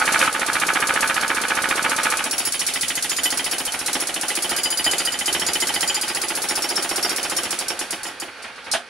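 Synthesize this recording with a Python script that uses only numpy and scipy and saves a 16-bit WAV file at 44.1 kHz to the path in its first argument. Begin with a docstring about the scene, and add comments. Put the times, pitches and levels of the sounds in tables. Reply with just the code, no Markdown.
"""In a stairwell, an electric demolition hammer chisels a concrete floor, about 14.5 blows a second.
At first the loose slab clacks loudly under the steel; then the bit bites into rubble and rings freely.
The motor coasts down, the blows thin out to idle strokes, and the chisel drops with one last clank.
Knocks, chips and gears are shaped noise, the chisel's ring is clusters of blurred sine lines,
and the motor adds a whine that follows the crank."""
import sys
import numpy as np
from scipy import signal
from scipy.fft import rfft, irfft, next_fast_len
from scipy.io import wavfile
from scipy.ndimage import uniform_filter1d, map_coordinates

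SR = 44100
rng = np.random.default_rng(int(sys.argv[2]) if len(sys.argv) > 2 else 0)


def transcribe(u):
    """Save the signal u as a 16-bit wav file named by the first command-line argument.

    u: samples, shape (n,) or (channels, n), limited to [-1, 1]; the rate is SR.
    q: integer samples, one column per channel.
    """
    v = np.clip(np.atleast_2d(u).T, -1, 1)
    q = np.round(v * 32767).astype(np.int16)
    wavfile.write(sys.argv[1], SR, q)


N = 392037
LIFE = np.arange(int(.22 * SR)) / SR  # time axis of one hit (s)
TOOL_DETUNE = .022  # spread of the tool's pitch from blow to blow (share)

# spectrum of the loose slab: (frequency [Hz], level [dB per Hz])
SLAB_SPECTRUM = [(25, -23), (59, -35), (100, -18.5), (149, -23.5), (291, -13), (476, -25), (532, -10.5),
                 (624, -17), (886, -7), (975, -11.5), (1200, -4), (1450, -3), (2030, -7), (2380, -7.5),
                 (3320, -19), (4500, -25.5), (5850, -63), (9900, -120)]
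# resonances of the slab: (frequency [Hz], width [Hz], level [dB])
SLAB_RESONANCES = [(275, 90, 3.5), (530, 40, 4), (880, 70, 5.5), (1230, 35, 5), (1287, 27, 6),
                   (1485, 28, 8), (1680, 44, 6.5), (2330, 43, 6), (3000, 120, 6), (3660, 130, 9)]
# spectrum of cracking concrete, also of the air puff: (frequency [Hz], level [dB per Hz])
CHIP_SPECTRUM = [(1200, -42), (2500, 3.5), (4200, -2.5), (6000, 1), (7600, -1), (9800, 2), (10800, 2.5),
                 (11800, -8), (13200, -15), (15500, -26)]
# spectrum of motor and gears, also of the idle strokes: (frequency [Hz], level [dB per Hz])
MOTOR_SPECTRUM = [(30, -26), (70, -9), (160, -16), (300, -7), (450, -4.5), (850, -4.5), (1200, -1),
                  (1700, -0.5), (2500, -6.5), (3300, -7), (5400, -13.5), (7400, -23), (10000, -18.5),
                  (14000, -48)]
# resonances in that spectrum: (frequency [Hz], width [Hz], level [dB])
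MOTOR_RESONANCES = [(275, 60, 7), (540, 35, 6), (865, 70, 5), (1400, 200, 2), (2200, 160, 5),
                    (2500, 170, 7), (4420, 170, 7)]
# how hard the bit bears on the concrete: (time [s], chipping [dB], knock [dB]), before trims and scatter
BITE_LEVELS = [(0, -22, -18.5), (.19, -19.5, -17.5), (.32, -25, -24), (.55, -23, -19.5), (1, -22.5, -19.5),
               (1.2, -25, -21), (2.04, -23.5, -20), (2.42, -22.5, -31.5), (2.85, -22, -27.5),
               (3.7, -25.5, -27.5), (4.5, -22.5, -27.5), (4.68, -26.5, -30), (4.92, -18.5, -26),
               (5.13, -26.5, -33), (5.3, -22.5, -23.5), (5.8, -20.5, -29), (6.03, -25, -29.5),
               (6.75, -24, -25), (7.88, -23.5, -28.5), (8.02, -29, -32.5), (8.2, -24, -30.5)]


def amp(db):
    """Decibels to gain."""
    return 10 ** (np.asarray(db) / 20)


def along(points, hz):
    """Read (Hz, value) points on a log frequency axis."""
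    f, v = np.transpose(points)
    return np.interp(np.log(hz + 1), np.log(f + 1), v)


def at(curve, s):
    """Each column of a control curve at the times s."""
    times, *columns = np.transpose(curve)
    return np.array([np.interp(s, times, c) for c in columns])


def shape(spectrum, peaks, hz):
    """Level in dB of a broad spectrum with narrow resonances on it."""
    return along(spectrum, hz) + sum(g / (1 + (2 * (hz - c) / w) ** 2) for c, w, g in peaks)


def resonance(hz, centre_hz, width_hz):
    """Response of one damped mode, 1 at its centre."""
    return 1j * hz * width_hz / (centre_hz ** 2 - hz ** 2 + 1j * hz * width_hz)


def filtered(x, response):
    """Filter x by a complex response of frequency."""
    n = x.shape[-1]
    m = next_fast_len(n + 4096)
    return irfft(rfft(x, m) * response(np.fft.rfftfreq(m, 1 / SR)), m)[..., :n]


def colour(x, spectrum, peaks=()):
    """Causal minimum-phase filter with a broad spectrum and narrow resonances on it."""
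    m = 2 * len(LIFE)
    hz = np.fft.rfftfreq(m, 1 / SR)
    db = shape(spectrum, peaks, hz)
    # folding the cepstrum forward in time keeps onsets sharp
    cepstrum = irfft(np.log(amp(np.maximum(db, -90))))
    cepstrum[1:m // 2] *= 2
    cepstrum[m // 2 + 1:] = 0
    return irfft(rfft(x, m) * np.exp(rfft(cepstrum)), m)[..., :len(LIFE)]


def sized(x):
    """Scale each channel of a hit so that its energy equals rms 1 over 40 ms."""
    return x / np.sqrt(np.sum(x ** 2, axis=-1, keepdims=True) / (.04 * SR) + 1e-20)


def fade(t60, delay=0):
    """An exponential decay that starts after a delay."""
    return (LIFE >= delay) * amp(-60 * np.abs(LIFE - delay) / t60)


def swell(rise, delay=0):
    """A rounded onset from 0 to 1."""
    return 1 - np.exp(-((LIFE - delay) / rise) ** 2)


def burst(envelope, count=1):
    """Mid/side noise bursts under one envelope."""
    return envelope * rng.standard_normal((count, 2, len(LIFE)))


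def even(x, size):
    """Flatten the broad spectrum of a burst and keep its fine comb."""
    z = rfft(x)
    power = np.abs(uniform_filter1d(np.abs(z) ** 2, size))
    return irfft(z / np.sqrt(power + 1e-12), len(LIFE))


def wobble(rate):
    """A smooth random curve, rate knots a second."""
    knots = rng.standard_normal(int(N * rate / SR) + 4)
    return map_coordinates(knots, [np.arange(N) * rate / SR])


def add(track, s, hit):
    """Mix a hit into the track at time s."""
    start = round(s * SR)
    lo, hi = max(start, 0), min(start + len(LIFE), N)
    track[:, lo:hi] += hit[:, lo - start:hi - start]


def crank():
    """Time, speed, and turns of the crank since the first blow; every whole turn is a blow while it strikes."""
    # speed sags under load and coasts down once the trigger is released: (time [s], speed [blows per s])
    crank_speed = [(0, 14.702), (1.4, 14.702), (1.8, 14.507), (2, 14.572), (2.8, 13.769), (3.2, 14.436),
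                   (4.4, 14.182), (4.8, 14.376), (6.6, 14.838), (7.4, 14.759), (7.72, 9.177), (7.98, 8.109),
                   (8.15, 5.253), (8.9, 3.3)]
    first_s = -.0145  # the first blow
    t = np.arange(round(first_s * SR), N) / SR
    rate = np.interp(t, *np.transpose(crank_speed))
    return t, rate, np.cumsum(rate) / SR


def blows():
    """One row for each blow or rebound: (s, then dB of chipping, knock, clack, bonk and the five rings)."""
    # how firmly the bit seats in the tool: (time [s], clack [dB], bonk [dB])
    seating = [(0, -58, -38), (2.05, -48, -60), (2.18, -62, -35), (2.45, -48, -49), (2.65, -36, -58),
               (3.5, -37, -44), (3.9, -49, -43), (4.6, -39, -39), (5, -35.5, -41.5), (5.8, -40, -35.5),
               (6.2, -41, -38.5), (7.3, -59, -43), (8.2, -42, -45)]
    # how freely the steel rings as the rubble loosens its grip:
    # (time [s], low bend [dB], bending [dB], lengthwise [dB], high bend [dB], shimmer [dB])
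    ring_levels = [(0, -45, -50, -56, -49, -54), (2.2, -41, -55, -42, -52, -43),
                   (2.33, -39, -40, -32, -39, -30.5), (2.8, -35, -36, -38, -37, -33),
                   (3.05, -42.5, -41.5, -42, -36, -43), (3.4, -33.5, -34, -36.5, -39, -31),
                   (3.7, -47, -44, -40, -33, -40), (4.15, -39, -45, -47, -45, -39.5),
                   (4.45, -34, -33, -37, -33, -33), (4.72, -26.5, -27.5, -51, -33, -31),
                   (4.98, -35.5, -29.5, -51, -38, -41), (5.35, -30, -39, -33, -38, -35),
                   (5.95, -31.5, -30.5, -37, -33.5, -40), (6.12, -38, -32, -41, -41, -34),
                   (6.41, -46, -42, -42, -34.5, -34), (6.5, -48, -32, -28.5, -31.5, -34),
                   (7.35, -39.5, -39, -37.5, -41.5, -41), (7.8, -40, -39, -38, -46, -44.5),
                   (8.1, -44, -41, -47, -44, -50)]
    # blows that land squarely or glance off:
    # (time [s], extra chipping [dB], extra knock [dB], extra clack [dB])
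    square_blows = [(.122, 0, -0.5, -2), (.258, -6, -6, 0), (2.168, 1, -1, 2), (2.45, -4, 2, -10),
                    (3.09, 0.5, 0.5, -11), (3.233, 3, -1.5, 4.5), (3.51, -0.5, 0, -12), (3.65, 1, -1, -14),
                    (3.79, 1, -3.5, -12), (3.86, 2.5, 2, 12), (3.93, 4, 3, 9), (4.28, 1, -1.5, 12),
                    (4.49, -1, 4.5, -2), (4.7, -1, -2, -9), (4.841, 0, 5, 5), (4.91, -2, 1, 1),
                    (5.26, 1.5, 1, 0), (5.6, 0.5, 2, 8.5), (5.74, -3, 2.5, 5), (5.81, -1.5, 2.5, 5),
                    (7.024, 0, 3, -3), (7.506, 3, 2, 0), (8.2, -4.5, 0, -6)]
    # blows after which the chisel jumps free and pings, or is choked:
    # (time [s], extra low bend [dB], bending [dB], lengthwise [dB], high bend [dB], shimmer [dB])
    pings = [(2.38, -13, 5, -4, 0, 4), (2.45, -2, 7, 0, 6, 3), (3.09, 1, 11, 5, 0, 0),
             (3.16, 7, 9, -2, 0, -5), (3.233, 12.5, 7, 6, 9.5, 3), (3.51, 1.5, 0.5, 3, 2, 4),
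             (3.65, 10, 2, -6, 2, 0), (3.93, 0, 2, 7, -3, 0), (4, -8, 6, 8, 5, 8),
             (4.63, 0.5, 5.5, 0, 0, 0), (4.841, 8, 1.5, 0, 2, 3), (5.05, 7.5, -2, 0, 9.5, 0),
             (5.26, 6, 3, -6, 4, 4), (5.46, -1, 9.5, -5, 0, -10), (5.6, 1, 9, 1, 5.5, 0),
             (5.87, 4, 5, -4, -4, 0), (6.62, 9, -3, 1.5, -3, 0), (6.76, 7, -1, 5, -2, 0),
             (6.82, 3, -4, -9, 0, 0), (7.024, 0, 7, 9, 6, 0), (7.36, 6, 6, 9.5, 14, 4),
             (7.68, -1.5, 0, 8, 5, 0)]
    # the bit jumps and lands again between two blows: (time [s], chipping [dB], knock [dB])
    landings = [(.215, -27, -32), (.235, -26, -30), (8.064, -35, -36)]
    last_s = 8.3  # from here the piston is too slow to strike

    t, _, turns = crank()
    s = np.interp(np.arange(np.interp(last_s, t, turns)), turns, t)
    scatter_db = [1, 1] + [1.5] * 7  # chance from blow to blow: chipping, knock, then the ringing parts
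    levels = np.vstack([at(BITE_LEVELS, s), at(seating, s), at(ring_levels, s)]).T
    levels = levels + scatter_db * rng.standard_normal((len(s), len(scatter_db)))
    for when, *extra_db in square_blows:
        levels[np.argmin(np.abs(s - when)), :len(extra_db)] += extra_db
    for when, *extra_db in pings:
        levels[np.argmin(np.abs(s - when)), -len(extra_db):] += extra_db
    rebounds = [(*row, *at(seating, row[0]), *at(ring_levels, row[0])) for row in landings]
    return np.vstack([np.column_stack([s, levels]), rebounds])


def knocks(count, bounces, spectrum, peaks, contact_t60, room_db, room_t60, dull_hz, fresh):
    """Each blow repeats one pattern of bright contacts and duller echoes, with a share that is new every time."""
    contacts = echoes = 0
    for s, db in bounces:
        delay = s - bounces[0][0]
        onset = amp(db) * swell(.0011, delay)
        contacts += (onset * fade(contact_t60, delay)) ** 2
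        echoes += (onset * amp(room_db) * fade(room_t60, delay)) ** 2

    def dulling(hz):
        return (1 + (hz / dull_hz) ** 4) ** -.5

    def pattern(count):
        bright = burst(np.sqrt(contacts), count)
        return bright + filtered(burst(np.sqrt(echoes), count), dulling)

    def share(hz):
        return np.clip(along(fresh, hz), 0, 1)

    same = sized(even(pattern(count=1), size=27))
    new = sized(pattern(count))
    mix = filtered(same, lambda hz: np.sqrt(1 - share(hz))) + filtered(new, lambda hz: np.sqrt(share(hz)))
    return sized(colour(mix, spectrum, peaks))


def rocked(hit, detune):
    """Slab and tool never sit the same way twice: the pitch shifts and the contacts trade strength."""
    clock = LIFE * (1 + detune * rng.standard_normal())
    knots = np.arange(0, LIFE[-1], .005)  # s
    rattle_db = 1.1 * np.interp(LIFE, knots, rng.standard_normal(len(knots)))
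    return sized(amp(rattle_db) * np.array([np.interp(clock, LIFE, channel) for channel in hit]))


def slab_knocks(count):
    """The loose slab rattles under the steel in a close run of contacts; returns first delay (s) and hits."""
    # contacts within one blow: (delay [s], level [dB])
    slab_contacts = [(-.003, -7), (.0013, 2), (.0038, 1), (.0115, -.5), (.0155, -.5), (.0235, -11),
                     (.032, -11)]
    hits = knocks(count, slab_contacts, SLAB_SPECTRUM, SLAB_RESONANCES, contact_t60=.015,
                  room_db=-21.5, room_t60=.26, dull_hz=2000,
                  fresh=[(60, .3), (300, .08), (1800, .17), (3500, .5)])  # (Hz, share)
    return slab_contacts[0][0], hits


def tool_knocks(rows):
    """The tool knocks on rubble over a booming floor, duller with depth; returns first delay (s) and hits."""
    # contacts within one blow: (delay [s], level [dB])
    tool_contacts = [(-.0012, -9), (.0022, -10.5), (.0045, -13), (.0142, -11)]
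    # spectrum of the tool: (frequency [Hz], level [dB per Hz])
    tool_spectrum = [(18, -20), (30, -35), (86, -10.5), (150, -13), (250, -6.5), (380, -4), (469, -12),
                     (542, -7.5), (640, -7.5), (837, -6), (1060, -6.5), (1430, -8), (2040, -3.5),
                     (2720, -13), (3020, -8), (3350, -9.5), (4200, -10.5), (5460, -37), (9240, -120)]
    # resonances of the tool: (frequency [Hz], width [Hz], level [dB])
    tool_resonances = [(545, 40, 5.5), (713, 90, 5), (850, 80, 3)]
    # the floor booms higher as the chisel moves to a new spot: (time [s], boom [Hz])
    floor_boom = [(2.3, 270), (3.8, 280), (4.4, 350), (8.2, 357)]
    # the knock dulls and clears with the bit's depth in the rubble: (time [s], thud over clack [dB])
    depth = [(2.2, 9), (2.8, -10), (3.3, 0.5), (3.7, -2), (4.3, 4), (4.9, -0.5), (5.7, -3.5), (6.3, 2.5),
             (6.9, 5), (7.5, 2.5), (8.2, 6)]

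    tool = knocks(len(rows), tool_contacts, tool_spectrum, tool_resonances, contact_t60=.023,
                  room_db=-15, room_t60=.24, dull_hz=2800,
                  fresh=[(60, .45), (300, .18), (800, .3), (1600, .6), (3500, .8)])  # (Hz, share)
    floor_hz = at(floor_boom, rows[:, 0])[0][:, None, None]
    tool = sized(filtered(tool, lambda hz: 1 + amp(2) * resonance(hz, floor_hz, width_hz=55)))
    # the thud is the band from about 220 to 1500 Hz
    thud = filtered(tool, lambda hz: 1 / (1 + (hz / 1500) ** 4) - 1 / (1 + (hz / 220) ** 6))
    thud_db = at(depth, rows[:, 0])[0] + rng.standard_normal(len(rows))
    return tool_contacts[0][0], sized(tool + (amp(thud_db)[:, None, None] - 1) * thud)


def pitched_knock(hz, delay, rise, t60):
    """One short ring of the tool, a little off pitch and at a random phase every time."""
    detune = 1 + TOOL_DETUNE * rng.standard_normal()
    phase = 2 * np.pi * (hz * detune * LIFE + rng.random((2, 1)))
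    return sized(np.sin(phase) * swell(rise, delay) * fade(t60, delay))


def chipping(count, crack_db, crack_t60, rebound_s, rebound_db, crumble_t60, room_db, room_t60):
    """Concrete cracks under the tip, again as the bit rebounds, and crumbles; the stairwell carries it on."""
    # the bit, held by the concrete, colours the crack: (frequency [Hz], width [Hz], level [dB])
    held_bit = [(4386, 150, 7), (9780, 110, 5)]
    crack = amp(crack_db + rng.uniform(-5, 3, (count, 1, 1))) * fade(crack_t60)
    rebound = amp(rebound_db) * fade(crack_t60, rebound_s)
    room = amp(room_db) * fade(room_t60)
    envelope = np.sqrt(crack ** 2 + rebound ** 2 + fade(crumble_t60) ** 2 + room ** 2)
    return sized(colour(burst(envelope * swell(.0013), count), CHIP_SPECTRUM, held_bit))


def chisel_ring(count, modes, rise, held, blur_hz, room_db, room_t60, scatter_db):
    """The steel rings until the tool presses it back into the concrete; echoes blur each line."""
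    grip = held * np.exp(.2 * rng.standard_normal((count, 1, 1)))
    free = swell(rise) / np.sqrt(1 + (LIFE / grip) ** 8)
    offsets = np.linspace(-3, 3, num=25)  # sines around each mode, in blur widths
    rings = 0
    for centre, db, t60 in modes:
        envelope = free * fade(t60) + amp(room_db) * swell(held) * fade(room_t60)
        waves = np.exp(2j * np.pi * (centre + blur_hz * offsets)[:, None] * LIFE)
        pinch = 0.94 * rng.standard_normal((count, 1, 1))  # the grip of the rubble shifts the pitch
        weights = np.tile(np.exp(-(offsets - pinch) ** 2 / 2), 2)
        paths = weights * rng.standard_normal((count, 2, weights.shape[-1]))
        strength = amp(db + scatter_db * rng.standard_normal((count, 1, 1)))
        lines = paths @ np.vstack([waves.real, waves.imag])
        rings = rings + strength * sized(envelope * lines)
    return sized(rings)


def chisel_rings(count):
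    """Five families of chisel modes ring after each blow, in the order of the ring levels."""
    # lower side-to-side modes: (frequency [Hz], level [dB], t60 [s])
    low_bend = [(3025, 0, .16), (3130, -6, .1)]
    # bending modes: (frequency [Hz], level [dB], t60 [s])
    bending = [(4780, 1.5, .27), (4970, -1.5, .2), (6885, -3.5, .4), (7100, -3.5, .4)]
    # mode along the steel: (frequency [Hz], level [dB], t60 [s])
    lengthwise = [(5495, 0, .5)]
    # upper bending modes: (frequency [Hz], level [dB], t60 [s])
    high_bend = [(9215, 0, .4), (9570, -5, .3), (11730, -5, .6), (12280, -15, .4)]
    # highest, glassy modes: (frequency [Hz], level [dB], t60 [s])
    shimmer = [(10735, 0, 1), (14450, -29, .17), (15655, -20, .15)]
    return [
        chisel_ring(count, low_bend, rise=.004, held=.028, blur_hz=36, room_db=-17, room_t60=.28, scatter_db=2),
        chisel_ring(count, bending, rise=.006, held=.031, blur_hz=32, room_db=-14, room_t60=.3, scatter_db=3.5),
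        chisel_ring(count, lengthwise, rise=.004, held=.032, blur_hz=30, room_db=-14, room_t60=.28,
                    scatter_db=2.5),
        chisel_ring(count, high_bend, rise=.003, held=.032, blur_hz=26, room_db=-12, room_t60=.28, scatter_db=3),
        chisel_ring(count, shimmer, rise=.004, held=.032, blur_hz=24, room_db=-11, room_t60=.28, scatter_db=3)]


def hammer():
    """Every blow chips the concrete, knocks the tool or the loose slab, and rings the chisel."""
    # share of the knock's power that comes from the loose slab: (time [s], share [0-1])
    slab_share = [(0, 0.95), (2.17, 0.93), (2.26, 0), (2.5, 0.02)]
    rows = blows()
    count = len(rows)
    slab_delay, slab = slab_knocks(count)
    tool_delay, tool = tool_knocks(rows)
    chips = chipping(count, crack_db=4.5, crack_t60=.035, rebound_s=.0145, rebound_db=-2,
                     crumble_t60=.14, room_db=-5, room_t60=.34)
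    rings = chisel_rings(count)
    track = np.zeros((2, N))
    for k, (s, chip_db, knock_db, clack_db, bonk_db, *ring_db) in enumerate(rows):
        loose = np.clip(at(slab_share, s), 0, 1)
        add(track, s + slab_delay, amp(knock_db - 0.5) * np.sqrt(loose) * rocked(slab[k], detune=.005))
        add(track, s + tool_delay, amp(knock_db - 3.17) * np.sqrt(1 - loose) * rocked(tool[k], TOOL_DETUNE))
        # a hard clack and a hollow bonk after it
        clack = pitched_knock(hz=1990, delay=0.001, rise=0.00095, t60=0.077)
        bonk = pitched_knock(hz=845, delay=0.0089, rise=0.0047, t60=0.06)
        add(track, s, amp(clack_db) * clack + amp(bonk_db) * bonk)
        add(track, s, amp(chip_db - 3.5) * chips[k])
        add(track, s, sum(amp(db) * ring[k] for db, ring in zip(ring_db, rings)))
    return track


def motor():
    """Fan noise, chattering gears, and a whine that follows the speed and sags as the piston packs its air."""
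    # fan and gear noise: (time [s], level [dB]), before the surge of each stroke
    noise_level = [(0, -29.5), (.25, -29), (.31, -33), (.45, -31), (2.1, -30.5), (2.5, -37.5), (4.5, -34),
                   (7.4, -34), (7.8, -35), (8.3, -39), (8.65, -38), (8.9, -41)]
    t, rate, stroke = [v[-N:] for v in crank()]
    speed = rate / rate.max()

    whine_order = 596  # cycles of armature whine per blow
    sag = 0.0184 * np.cos(2 * np.pi * (stroke - .35))
    whine_hz = whine_order * rate * (1 + sag + 0.0091 * wobble(10))
    whine_db = -47 + 44 * np.log10(speed)  # falls 44 dB as the speed drops tenfold
    whine = amp(whine_db) * np.sin(2 * np.pi * np.cumsum(whine_hz) / SR)
    walls = burst(fade(0.0069))[0]  # the stairwell smears the whine
    whine = signal.fftconvolve(whine[None], walls / np.linalg.norm(walls[0]), axes=1)[:, :N]

    noise = filtered(rng.standard_normal((2, N)),
                     lambda hz: amp(shape(MOTOR_SPECTRUM, MOTOR_RESONANCES, hz)))
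    noise *= amp(1.6 * wobble(28) + 3 * speed * wobble(180))  # slow flutter and gear chatter
    casing = burst(fade(.3))[0]  # casing and stairwell pick out many narrow tones
    noise = noise + signal.fftconvolve(noise, casing / np.linalg.norm(casing[0]), axes=1)[:, :N]

    # the motor labours once a stroke, loudest just ahead of the blow
    surge_db = 2.2 * speed ** 2 * np.cos(2 * np.pi * (stroke + .03))
    noise_db, = at(noise_level, t)
    return whine + amp(noise_db + surge_db) * noise / noise.std()


def piston():
    """Ahead of each blow the piston turns with a dull clunk and drives out air; both fade as the crank slows."""
    # spectrum of the clunk: (frequency [Hz], level [dB per Hz])
    clunk_spectrum = [(25, -20), (90, -9.5), (300, 7), (650, 5.5), (1400, -22)]
    t, rate, stroke = [v[-N:] for v in crank()]
    chip_db, knock_db = at(BITE_LEVELS, t)

    def stroke_noise(spectrum, turn, width, level_db):
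        """Noise that swells once a turn; turn and width in turns of the crank."""
        noise = filtered(rng.standard_normal((2, N)), lambda hz: amp(along(spectrum, hz)))
        away = (stroke - turn + .5) % 1 - .5
        return amp(level_db) * np.exp(-(away / width) ** 2) * noise / noise.std()

    clunk = stroke_noise(clunk_spectrum, turn=-.32, width=.04, level_db=knock_db - 8)
    puff = stroke_noise(CHIP_SPECTRUM, turn=-.11, width=.14, level_db=chip_db - 12)
    return (clunk + puff) * (rate / rate.max()) ** 3


def single_hits(events, spectrum, peaks, rise):
    """Single rough sounds apart from the regular blows, as coloured noise bursts."""
    track = np.zeros((2, N))
    for s, db, t60 in events:
        hit = burst(fade(t60) * swell(rise))[0]
        add(track, s, amp(db) * sized(colour(hit, spectrum, peaks)))
    return track


def crunch():
    """The slab gives way with a crunch of sharp bursts in the slab's own colour."""
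    # bursts of the crunch: (time [s], level [dB], t60 [s])
    cracks = [(.2025, -20, .06), (.2235, -25, .08), (.2545, -20.5, .04)]
    return single_hits(cracks, SLAB_SPECTRUM, SLAB_RESONANCES, rise=0.00047)


def stray_ping():
    """One stray ping at a pitch of its own."""
    # its mode: (frequency [Hz], level [dB], t60 [s])
    stray_mode = [(6570, 0, .4)]
    ping = chisel_ring(1, stray_mode, rise=.003, held=.04, blur_hz=20, room_db=-8, room_t60=.4, scatter_db=0)
    track = np.zeros((2, N))
    add(track, 2.952, amp(-35) * ping[0])
    return track


def idle_strokes():
    """Idle strokes of the slowing piston: soft-edged bursts coloured like the motor noise."""
    # bursts of the idle strokes: (time [s], level [dB], t60 [s])
    soft_bursts = [(8.255, -38, 0.18), (8.415, -35.5, 0.27), (8.555, -39.5, 0.18), (8.64, -34, 0.29)]
    return single_hits(soft_bursts, MOTOR_SPECTRUM, MOTOR_RESONANCES, rise=.005)


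def drops():
    """An idle stroke knocks, then the chisel lands and bounces; floor and stairwell ring at their resonances."""
    # the idle knock, the landing and its bounce: (time [s], level [dB], t60 [s])
    last_hits = [(8.425, -39, 0.23), (8.714, -20.5, 0.19), (8.727, -24, 0.12)]
    # spectrum of the clank: (frequency [Hz], level [dB per Hz])
    clank_spectrum = [(60, -25), (170, -24), (380, -11), (520, -9), (680, 5), (1000, -12), (1600, -6),
                      (2300, -11.5), (3100, -6.5), (4000, -9.5), (5000, -7.5), (7500, -14), (9500, -8.5),
                      (11000, -19), (14500, -42)]
    # ringing of floor and stairwell: (frequency [Hz], width [Hz], level [dB])
    clank_resonances = [(242, 14, 16.5), (513, 7.3, 10), (820, 36, 1), (1690, 130, 5), (3100, 200, 2)]
    return single_hits(last_hits, clank_spectrum, clank_resonances, rise=0.00064)


def scene():
    """All sources as mid and side: deepest rumble wide, low and middle range nearly central, treble wide again."""
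    # stereo width: (frequency [Hz], side minus mid [dB])
    width = [(30, 4), (80, -8.5), (170, -9), (380, -11.5), (1300, -11.5), (2400, -10), (4400, -5),
             (8100, -2.5), (13000, 0)]
    # stereo balance: (frequency [Hz], left minus right [dB])
    lean = [(60, 0), (110, -3.5), (200, -3), (380, -2.5), (700, -3), (1290, -2.5), (2380, -3), (4400, 0.5),
            (8120, -2), (15000, -0.5)]
    both = hammer() + motor() + piston() + crunch() + stray_ping() + idle_strokes() + drops()
    mid, side = filtered(both, lambda hz: np.array([np.ones_like(hz), amp(along(width, hz))]))
    stereo = np.array([mid + side, mid - side])
    return filtered(stereo, lambda hz: amp(np.outer([.5, -.5], along(lean, hz))))


def record(dry):
    """Everything below the crossover comes through a moment after the treble; then the band limit."""
    lag = .0215  # s
    crossover_hz, top_hz = 3950, 15900
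    lead = round(lag * SR)

    def response(hz):
        low = 1 / (1 + (hz / crossover_hz) ** 20)
        late_low = np.sqrt(low) * np.exp(-2j * np.pi * hz * lag)
        return (late_low + np.sqrt(1 - low)) * (hz < top_hz)

    # the mirrored opening fills the lag, so the lows sound from the first moment
    running = np.pad(dry, ((0, 0), (lead, 0)), mode="reflect")
    return filtered(running, response)[:, lead:]


dry = scene()
out = record(dry)
transcribe(out)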